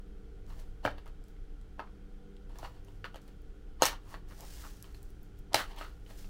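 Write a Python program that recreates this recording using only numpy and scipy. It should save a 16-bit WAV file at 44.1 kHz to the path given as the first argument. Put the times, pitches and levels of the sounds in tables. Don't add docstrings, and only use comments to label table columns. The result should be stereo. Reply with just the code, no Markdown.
import sys
import numpy as np
from scipy import signal
from scipy.fft import rfft, irfft
from scipy.io import wavfile
from scipy.ndimage import uniform_filter1d

SR = 44100
rng = np.random.default_rng(int(sys.argv[2]) if len(sys.argv) > 2 else 0)


def pcm_store(signal):
    levels = np.round(np.clip(np.atleast_2d(signal), -1, 1) * 32767)
    wavfile.write(sys.argv[1], SR, levels.astype(np.int16).T)


N = 277389


def amp(db):
    return 10 ** (np.asarray(db) / 20)


def evened(x):
    return x / np.sqrt(np.mean(x ** 2) + 1e-20)


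def read(points, hz):
    f, value = np.transpose(points)
    return np.interp(np.log(hz + 1), np.log(f + 1), value)


def left_right(db):
    return amp([[db / 2], [-db / 2]])


def add(mix, s, sound, pan_db):
    part = mix[:, round(s * SR):][:, :sound.shape[-1]]
    part += (sound * left_right(pan_db))[:, :part.shape[1]]


def band(x, lo_hz, hi_hz):
    edges_hz = [lo_hz, min(hi_hz, SR / 2.1)]
    return signal.sosfilt(signal.butter(2, edges_hz, "band", fs=SR, output="sos"), x)


def pair(length, same):
    a, b = rng.standard_normal((2, length))
    same = np.clip(same, 0, 1)
    return np.array([a, same * a + np.sqrt(1 - same ** 2) * b])


def hiss(gain, same):
    size = 2 * (len(gain) - 1)
    a, b, c, d = rng.standard_normal((4 * N // size + 5, len(gain), 4)).T
    same = np.clip(same, -1, 1)[:, None]
    left = a + 1j * b
    right = same * left + np.sqrt(1 - same ** 2) * (c + 1j * d)
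    z = np.array([left, right]) * gain[:, None]
    return signal.istft(z, nperseg=size, noverlap=3 * size // 4)[1][:, :N]


def resonate(x, hz, width_hz):
    turn = np.exp(2j * np.pi * np.cumsum(hz) / SR)
    r = np.exp(-np.pi * width_hz / SR)
    smooth = signal.lfilter([1 - r], [1, -r], x / turn)
    smooth = signal.lfilter([1 - r], [1, -r], smooth)
    return 2 * (turn * smooth).real


# (frequency [Hz], relative density [dB per Hz])
AIR_SPECTRUM = [(4.7, -29), (8.0, -8), (37, 2), (54, -29), (105, -15), (127, -19), (198, -19.5),
                (232, -26.5), (281, -23.5), (351, -23.5), (399, -22.5), (684, -38), (777, -41), (1510, -40),
                (15900, -61.5)]
# (frequency [Hz], left-right likeness [0 to 1])
AIR_COHERENCE = [(30, 1), (100, 0.95), (200, 0.78), (400, 0.37), (800, 0.2), (1650, 0.22), (5000, 0.61),
                 (15000, 0.14)]
# (frequency [Hz], left over right [dB])
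TILT = [(60, -2.5), (180, -0.5), (550, 1.5), (1650, 1), (4970, -0.5), (15000, -1)]
AIR_DB = -49.5


def air():
    hz = np.fft.rfftfreq(4096, 1 / SR)
    rush = evened(hiss(amp(read(AIR_SPECTRUM, hz)), read(AIR_COHERENCE, hz)))
    tilt_db = read(TILT, np.fft.rfftfreq(N, 1 / SR)) / 2
    return amp(AIR_DB) * irfft(rfft(rush) * amp([tilt_db, -tilt_db]), N)


# (frequency [Hz], level before stereo tilt [dB rms])
FAN_TONES = [(32.3, -51), (97.8, -66), (293.6, -67.5)]
# (centre frequency [Hz], level before stereo tilt [dB rms], width at half amplitude [Hz])
FAN_BANDS = [(22, -53, 3.3), (56.63, -55, 6.8), (98.64, -65.5, 2.1), (159.5, -69.5, 4.7), (199.8, -67.5, 2),
             (393.4, -71, 6.2), (448.7, -72.5, 1.7), (484, -73, 0.91), (764, -77, 120), (1415, -76.5, 290),
             (3190, -84.5, 400)]


def fan():
    hz, t = np.fft.rfftfreq(N, 1 / SR), np.arange(N) / SR
    out = np.zeros((2, N))
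    for f, db in FAN_TONES:
        tone = np.sqrt(2) * np.sin(2 * np.pi * (f * t + rng.random()))
        out += amp(db) * tone * left_right(read(TILT, f))
    for f, db, width in FAN_BANDS:
        spectrum = rfft(rng.standard_normal(N)) / (1 + (2 * (hz - f) / width) ** 2)
        out += amp(db) * evened(irfft(spectrum, N)) * left_right(read(TILT, f))
    return out


# (start [s], peak [s], end [s], peak hiss level [dB]);
# the one row whose end (5.5 s) is set before its start (5.65 s) stays silent
RUBS = [(0.43, 0.494, 0.95, -67.5), (0.535, 0.597, 0.68, -63), (1.22, 1.288, 1.42, -73),
        (2.49, 2.6, 2.88, -63), (2.84, 2.875, 3.3, -73.5), (3.2, 3.216, 3.5, -72),
        (3.997, 4.11, 4.23, -60.5), (4.9, 4.952, 5.14, -64), (4.98, 5.048, 5.5, -71.5),
        (5.14, 5.24, 5.4, -74.5), (5.338, 5.393, 5.42, -68), (5.55, 5.577, 5.8, -59),
        (5.65, 5.69, 5.5, -58), (5.75, 5.786, 6.2, -64.5), (6.002, 6.107, 6.23, -59.5),
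        (6.094, 6.193, 6.43, -57.5)]
# (time [s], hiss level [dB])
SLIDE = [(4.26, -85), (4.29, -63.5), (4.32, -65), (4.35, -64.5), (4.39, -59), (4.47, -56.5), (4.6, -54.5),
         (4.68, -57), (4.815, -67), (4.845, -66), (4.93, -70.5)]
RUB_FADE_DB = 26


def rubbing(t):
    s, db = np.transpose(SLIDE)
    power = amp(np.interp(t, s, db, -200, -200)) ** 2
    for start, peak, end, db in RUBS:
        curve_db = [db - RUB_FADE_DB, db, db - RUB_FADE_DB]
        power += amp(np.interp(t, [start, peak, end], curve_db, -200, -200)) ** 2
    return np.sqrt(uniform_filter1d(power, size=200).clip(0))


# (frequency [Hz], relative density [dB per Hz])
SKIN_SPECTRUM = [(3000, -6), (5500, -1.5), (8000, -3.5), (13000, -7), (15700, -5.5), (16000, -25.5)]


def skin_on_paper():
    hz = np.fft.rfftfreq(256, 1 / SR)
    skin = evened(hiss(amp(read(SKIN_SPECTRUM, hz)), np.full(len(hz), 0.5)))
    return skin * evened(amp(1.8 * evened(uniform_filter1d(rng.standard_normal(N), 130))))


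# (frequency [Hz], relative initial level [dB], 60 dB decay time [s])
HULL_MODES = [(600, -11.5, 0.019), (690, -8.5, 0.03), (885, 3, 0.0093), (1360, -10.5, 0.045),
              (1690, 11, 0.0052), (2185, -7, 0.0047), (2890, 0.5, 0.0055), (3600, 4.5, 0.0018),
              (4480, -4, 0.0077), (4900, -5, 0.0038), (5740, -9, 0.0063), (6340, -3.5, 0.0044)]


def hull(x, plain_db=-3):
    t = np.arange(4096) / SR
    ring = sum(amp(db - 60 * t / t60) * np.sin(2 * np.pi * hz * t) for hz, db, t60 in HULL_MODES)
    ring /= np.linalg.norm(ring)
    ring[0] = amp(plain_db)
    return signal.oaconvolve(x, ring[None] / np.linalg.norm(ring), axes=1)[:, :N]


# (peak time [s], rise [s], 60 dB decay time [s], scrape in the hull [dB], its centre frequency [Hz],
# scrape at the thin edges [dB])
SHAKES = [(.508, 0.038, 0.14, -53.5, 1110, -63), (.596, 0.079, 0.26, -63, 854, -66),
          (.854, 0.026, 0.13, -33.5, 760, -42), (.91, .04, 0.092, -59, 875, -56),
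          (.985, 0.044, 0.15, -59, 1130, -59), (1.08, 0.047, .11, -59.5, 894, -61),
          (1.79, 0.022, .02, -51, 800, -80), (1.8, .006, 0.14, -40, 990, -61),
          (1.88, 0.037, 0.073, -63, 1070, -74), (2.5, .01, 0.31, -61, 910, -66),
          (2.56, .01, 0.067, -62, 1235, -71), (2.592, .015, 0.06, -50.5, 960, -62),
          (2.648, 0.049, 0.15, -41.5, 950, -51), (2.75, 0.023, 0.37, -64, 883, -68),
          (2.882, .03, 0.36, -65, 814, -76), (3.05, .006, 0.12, -43, 1310, -49.5),
          (3.165, 0.04, 0.091, -54.5, 820, -53.5), (3.285, .02, 0.13, -60.5, 650, -64.5),
          (3.816, 0.027, .03, -39.5, 900, -46), (3.833, .01, 0.12, -26, 1060, -28),
          (3.866, 0.021, 0.17, -41, 1020, -32.5), (3.93, 0.071, 0.1, -41.5, 1130, -60.5),
          (4.07, 0.11, .2, -59.5, 1060, -74), (4.144, 0.058, 0.13, -47, 1060, -52.5),
          (4.32, 0.093, 0.11, -57.5, 1224, -66), (4.438, 0.11, 0.084, -51.5, 754, -70),
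          (4.65, 0.073, 0.17, -48.5, 1260, -64), (4.845, .02, 0.34, -60, 1180, -67.5),
          (5.527, 0.026, 0.088, -45.5, 820, -62), (5.542, 0.013, 0.032, -36, 900, -44),
          (5.56, .01, 0.16, -47, 1065, -38), (5.58, 0.027, .15, -42.5, 1150, -42),
          (5.608, 0.085, 0.11, -33.5, 1390, -40.5), (5.712, 0.064, 0.13, -50, 857, -53),
          (5.785, 0.069, 0.15, -49, 970, -52), (5.822, 0.063, 0.25, -45, 1295, -50),
          (6.108, 0.046, 0.19, -56, 690, -62.5)]
SWELL_DB = 30
SHAKE_HISS_DB, BRIGHTER_PER_DB = -12.5, 0.5


def shakes(skin, grit, edges):
    out, t = np.zeros((2, N)), np.arange(N) / SR
    for peak, rise, t60, body_db, centre_hz, edges_db in SHAKES:
        near = slice(round((peak - rise) * SR), round(peak * SR) + SR // 3)
        late = t[near] - peak
        swell_db = SWELL_DB * late / max(rise, .002)
        decay_db = -60 * late / max(t60, .01)
        body = evened(resonate(grit[:, near], centre_hz + 0 * late, 760))
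        hiss_db = edges_db + SHAKE_HISS_DB + BRIGHTER_PER_DB * (edges_db + 50)
        scrape = amp(body_db) * body + amp(edges_db) * edges[:, near] + amp(hiss_db) * skin[:, near]
        out[:, near] += amp(np.minimum(swell_db, decay_db)) * scrape
    return out


RUB_EDGES_DB, RUB_BODY_DB, RUB_BODY_HZ = -9.5, -13, 830


def sliding():
    t = np.arange(N) / SR
    skin = skin_on_paper()
    grit = pair(N, 0.17) * amp(2.6 * evened(uniform_filter1d(rng.standard_normal(N), 90)))
    edges = evened(hull(band(grit, 1670, 4700)))
    body = evened(resonate(grit, RUB_BODY_HZ + 0 * t, 940))
    rubs = rubbing(t) * (skin + amp(RUB_EDGES_DB) * edges + amp(RUB_BODY_DB) * body)
    return rubs + shakes(skin, grit, edges)


# (time [s], relative level [dB], nominal centre frequency [Hz], left over right [dB])
CLICKS = [(0.4655, -51, 5000, -2), (0.5984, -42, 5900, -2), (1.24, -50.5, 8100, -2), (1.284, -54, 12800, 6),
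          (1.6136, -55, 7000, -6), (2.367, -46.5, 4100, -1), (1.874, -45, 1800, 0), (2.587, -34.5, 8000, 1),
          (2.848, -49, 9000, -2), (3.218, -53, 9000, 2), (3.4194, -57, 12000, 4), (4.4072, -32.5, 9000, 2),
          (4.826, -34, 10900, -1), (4.925, -54, 12000, -4), (5.03, -40, 18000, 2),
          (5.1044, -51.5, 11000, 4), (5.2314, -45, 21000, 3), (5.39, -44.5, 21000, 2),
          (5.5326, -24.5, 5300, 6), (5.546, -3.5, 3780, 1.5), (5.6815, -58, 7120, 1),
          (5.7632, -46, 12000, -3)]


def clicks():
    out, t = np.zeros((2, N)), np.arange(1024) / SR
    for s, db, hz, pan_db in CLICKS:
        snap = pair(len(t), 0.85) * (np.exp(-t / 0.0004) + 0.08 * np.exp(-t / .005))
        snap[:, 0] = -1.5
        snap = band(snap / np.linalg.norm(snap), hz / 2.15, hz * 1.58)
        add(out, s, amp(db) * 5.7 * snap, pan_db)
    return out


def struck_tones(t, thump_db, clack_db, hz, clack_hz):
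    thump = np.sin(2 * np.pi * hz * t) * np.exp(-t * hz / 2.55) * (1 - np.exp(-t / 0.00076))
    thud = (600 / hz) ** 3 * np.sin(2 * np.pi * 110 * t) * np.exp(-t / 0.014)
    clack = np.sin(2 * np.pi * clack_hz * t) * np.exp(-t / 0.0023)
    return amp(thump_db) * (0.75 * thump + 0.14 * thud) + amp(clack_db - 2.0) * clack


RATTLE_DB, RATTLE_T60_S = -11, 0.087


def contact_noise(t):
    burst = pair(len(t), 0.74) * t * np.exp(-t / 0.00075)
    chatter = evened(amp(3.2 * evened(uniform_filter1d(rng.standard_normal(len(t)), 40))))
    decay = amp(RATTLE_DB - 60 * t / RATTLE_T60_S) * (1 - np.exp(-t / 0.0026))
    rattle = pair(len(t), 0.77) * chatter * decay
    return 7.54 * burst / np.linalg.norm(burst) + rattle


# (time [s], thump level [dB], clack level [dB], crack level [dB],
# thump pitch [Hz], clack pitch [Hz], left over right [dB])
BLOWS = [(.503, -55, -56, -59, 720, 4100, -2), (.851, -15, -29, -42, 645, 3060, -.5),
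         (0.862, -21.5, -26.5, -55, 570, 2300, -6), (.876, -21, -38, -62, 756, 2410, 5),
         (.982, -42, -49, -56, 1290, 3000, 1), (1.059, -44.5, -55, -55, 920, 2150, 0),
         (1.066, -45.5, -56, -62, 1250, 2140, 1), (1.077, -50, -56, -53, 633, 2740, -1),
         (1.365, -67, -62, -79, 570, 2120, 2), (1.794, -30, -40.5, -52, 1030, 2640, -2),
         (2.495, -57, -67, -60, 910, 3890, 4), (2.557, -46, -71, -58, 1500, 3080, 2),
         (2.629, -33, -51.5, -63, 736, 2640, 2), (2.884, -54.5, -55.5, -61, 935, 3000, 3),
         (3.043, -29, -35, -58, 1460, 2940, 1.5), (3.144, -39, -45.5, -51, 890, 3140, 1),
         (3.158, -38, -45.5, -45.5, 890, 2950, 0), (3.279, -48, -57, -52, 560, 4390, 1),
         (3.8212, -9.5, -12, -15.5, 870, 6530, -0.5), (3.828, -30, -16.5, -25.5, 870, 4150, 1.5),
         (3.8545, -25, -15.5, -15, 1340, 5590, 2.5), (3.862, -32, -19.5, -28.5, 696, 6180, 3),
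         (3.885, -31.5, -32.5, -34, 1280, 4340, -0.5), (4.141, -31.5, -54, -64, 1020, 2300, 1),
         (4.321, -42.5, -57, -64, 1320, 3120, -1), (4.843, -48, -46.5, -60, 1200, 3050, 3),
         (4.946, -50, -49, -51, 1750, 4210, -2), (5.5434, -12.5, -16.5, -15, 840, 4170, 0.5),
         (5.557, -25, -20, -38, 1220, 3940, -2), (5.787, -45, -42.5, -44, 942, 3200, 0),
         (5.811, -31.5, -56, -59, 1410, 2300, 5), (6.063, -57, -49, -68, 552, 3000, -1),
         (6.244, -48.5, -49, -70, 1250, 2730, 0)]


def blows():
    out, shaken, t = np.zeros((2, N)), np.zeros((2, N)), np.arange(SR // 4) / SR
    for s, thump_db, clack_db, crack_db, hz, clack_hz, pan_db in BLOWS:
        add(out, s, struck_tones(t, thump_db, clack_db, hz, clack_hz)[None], pan_db)
        noise = contact_noise(t)
        low = amp(thump_db) * band(noise, hz / 3.25, hz * 2.61)
        middle = amp(clack_db + 4.0) * band(noise, 2000, 4400)
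        add(shaken, s, low + middle, pan_db)
        add(out, s, amp(crack_db) * band(noise, 4800, 13500), pan_db)
    return out + hull(shaken)


# (frequency [Hz], 60 dB decay time [s])
ROOM_DECAY = [(250, 0.22), (1000, 0.21), (4000, .2), (12000, 0.1)]


def room(x):
    taps = np.zeros((2, SR // 2))
    at = np.arange(130, SR // 2 - 20, 20) + rng.integers(0, 20, (2, (SR // 2 - 131) // 20))
    np.put_along_axis(taps, at, rng.choice([-1., 1.], at.shape), 1)
    taps[1] = 0.33 * taps[0] + 0.81 * taps[1]
    hz, t, z = signal.stft(taps, SR, nperseg=256)
    decay = amp(-60 * t / read(ROOM_DECAY, hz)[:, None])
    tail = signal.istft(z * decay, SR, nperseg=256)[1]
    return signal.fftconvolve(x.mean(0)[None], tail / np.linalg.norm(tail[0]), axes=1)[:, :N]


# (frequency [Hz], lead of the left port [rad])
PORT_LEAD = [(300, 0.68), (2000, -0.16), (5000, -0.66), (9000, -1.6), (13000, -1.6), (16000, -0.5)]
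ROOM_DB = -9


def scene():
    hands = blows() + clicks() + sliding()
    lead = read(PORT_LEAD, np.fft.rfftfreq(N, 1 / SR)) / 2
    direct = irfft(rfft(hands) * np.exp(1j * np.array([lead, -lead])), N)
    return direct + amp(ROOM_DB) * room(hands) + air() + fan()


EDGE_HZ = 16000


def record(dry):
    lowpass = signal.firwin(511, EDGE_HZ, window=("kaiser", 9), fs=SR)
    return signal.oaconvolve(dry, lowpass[None], "same")


dry = scene()
out = record(dry)
pcm_store(out)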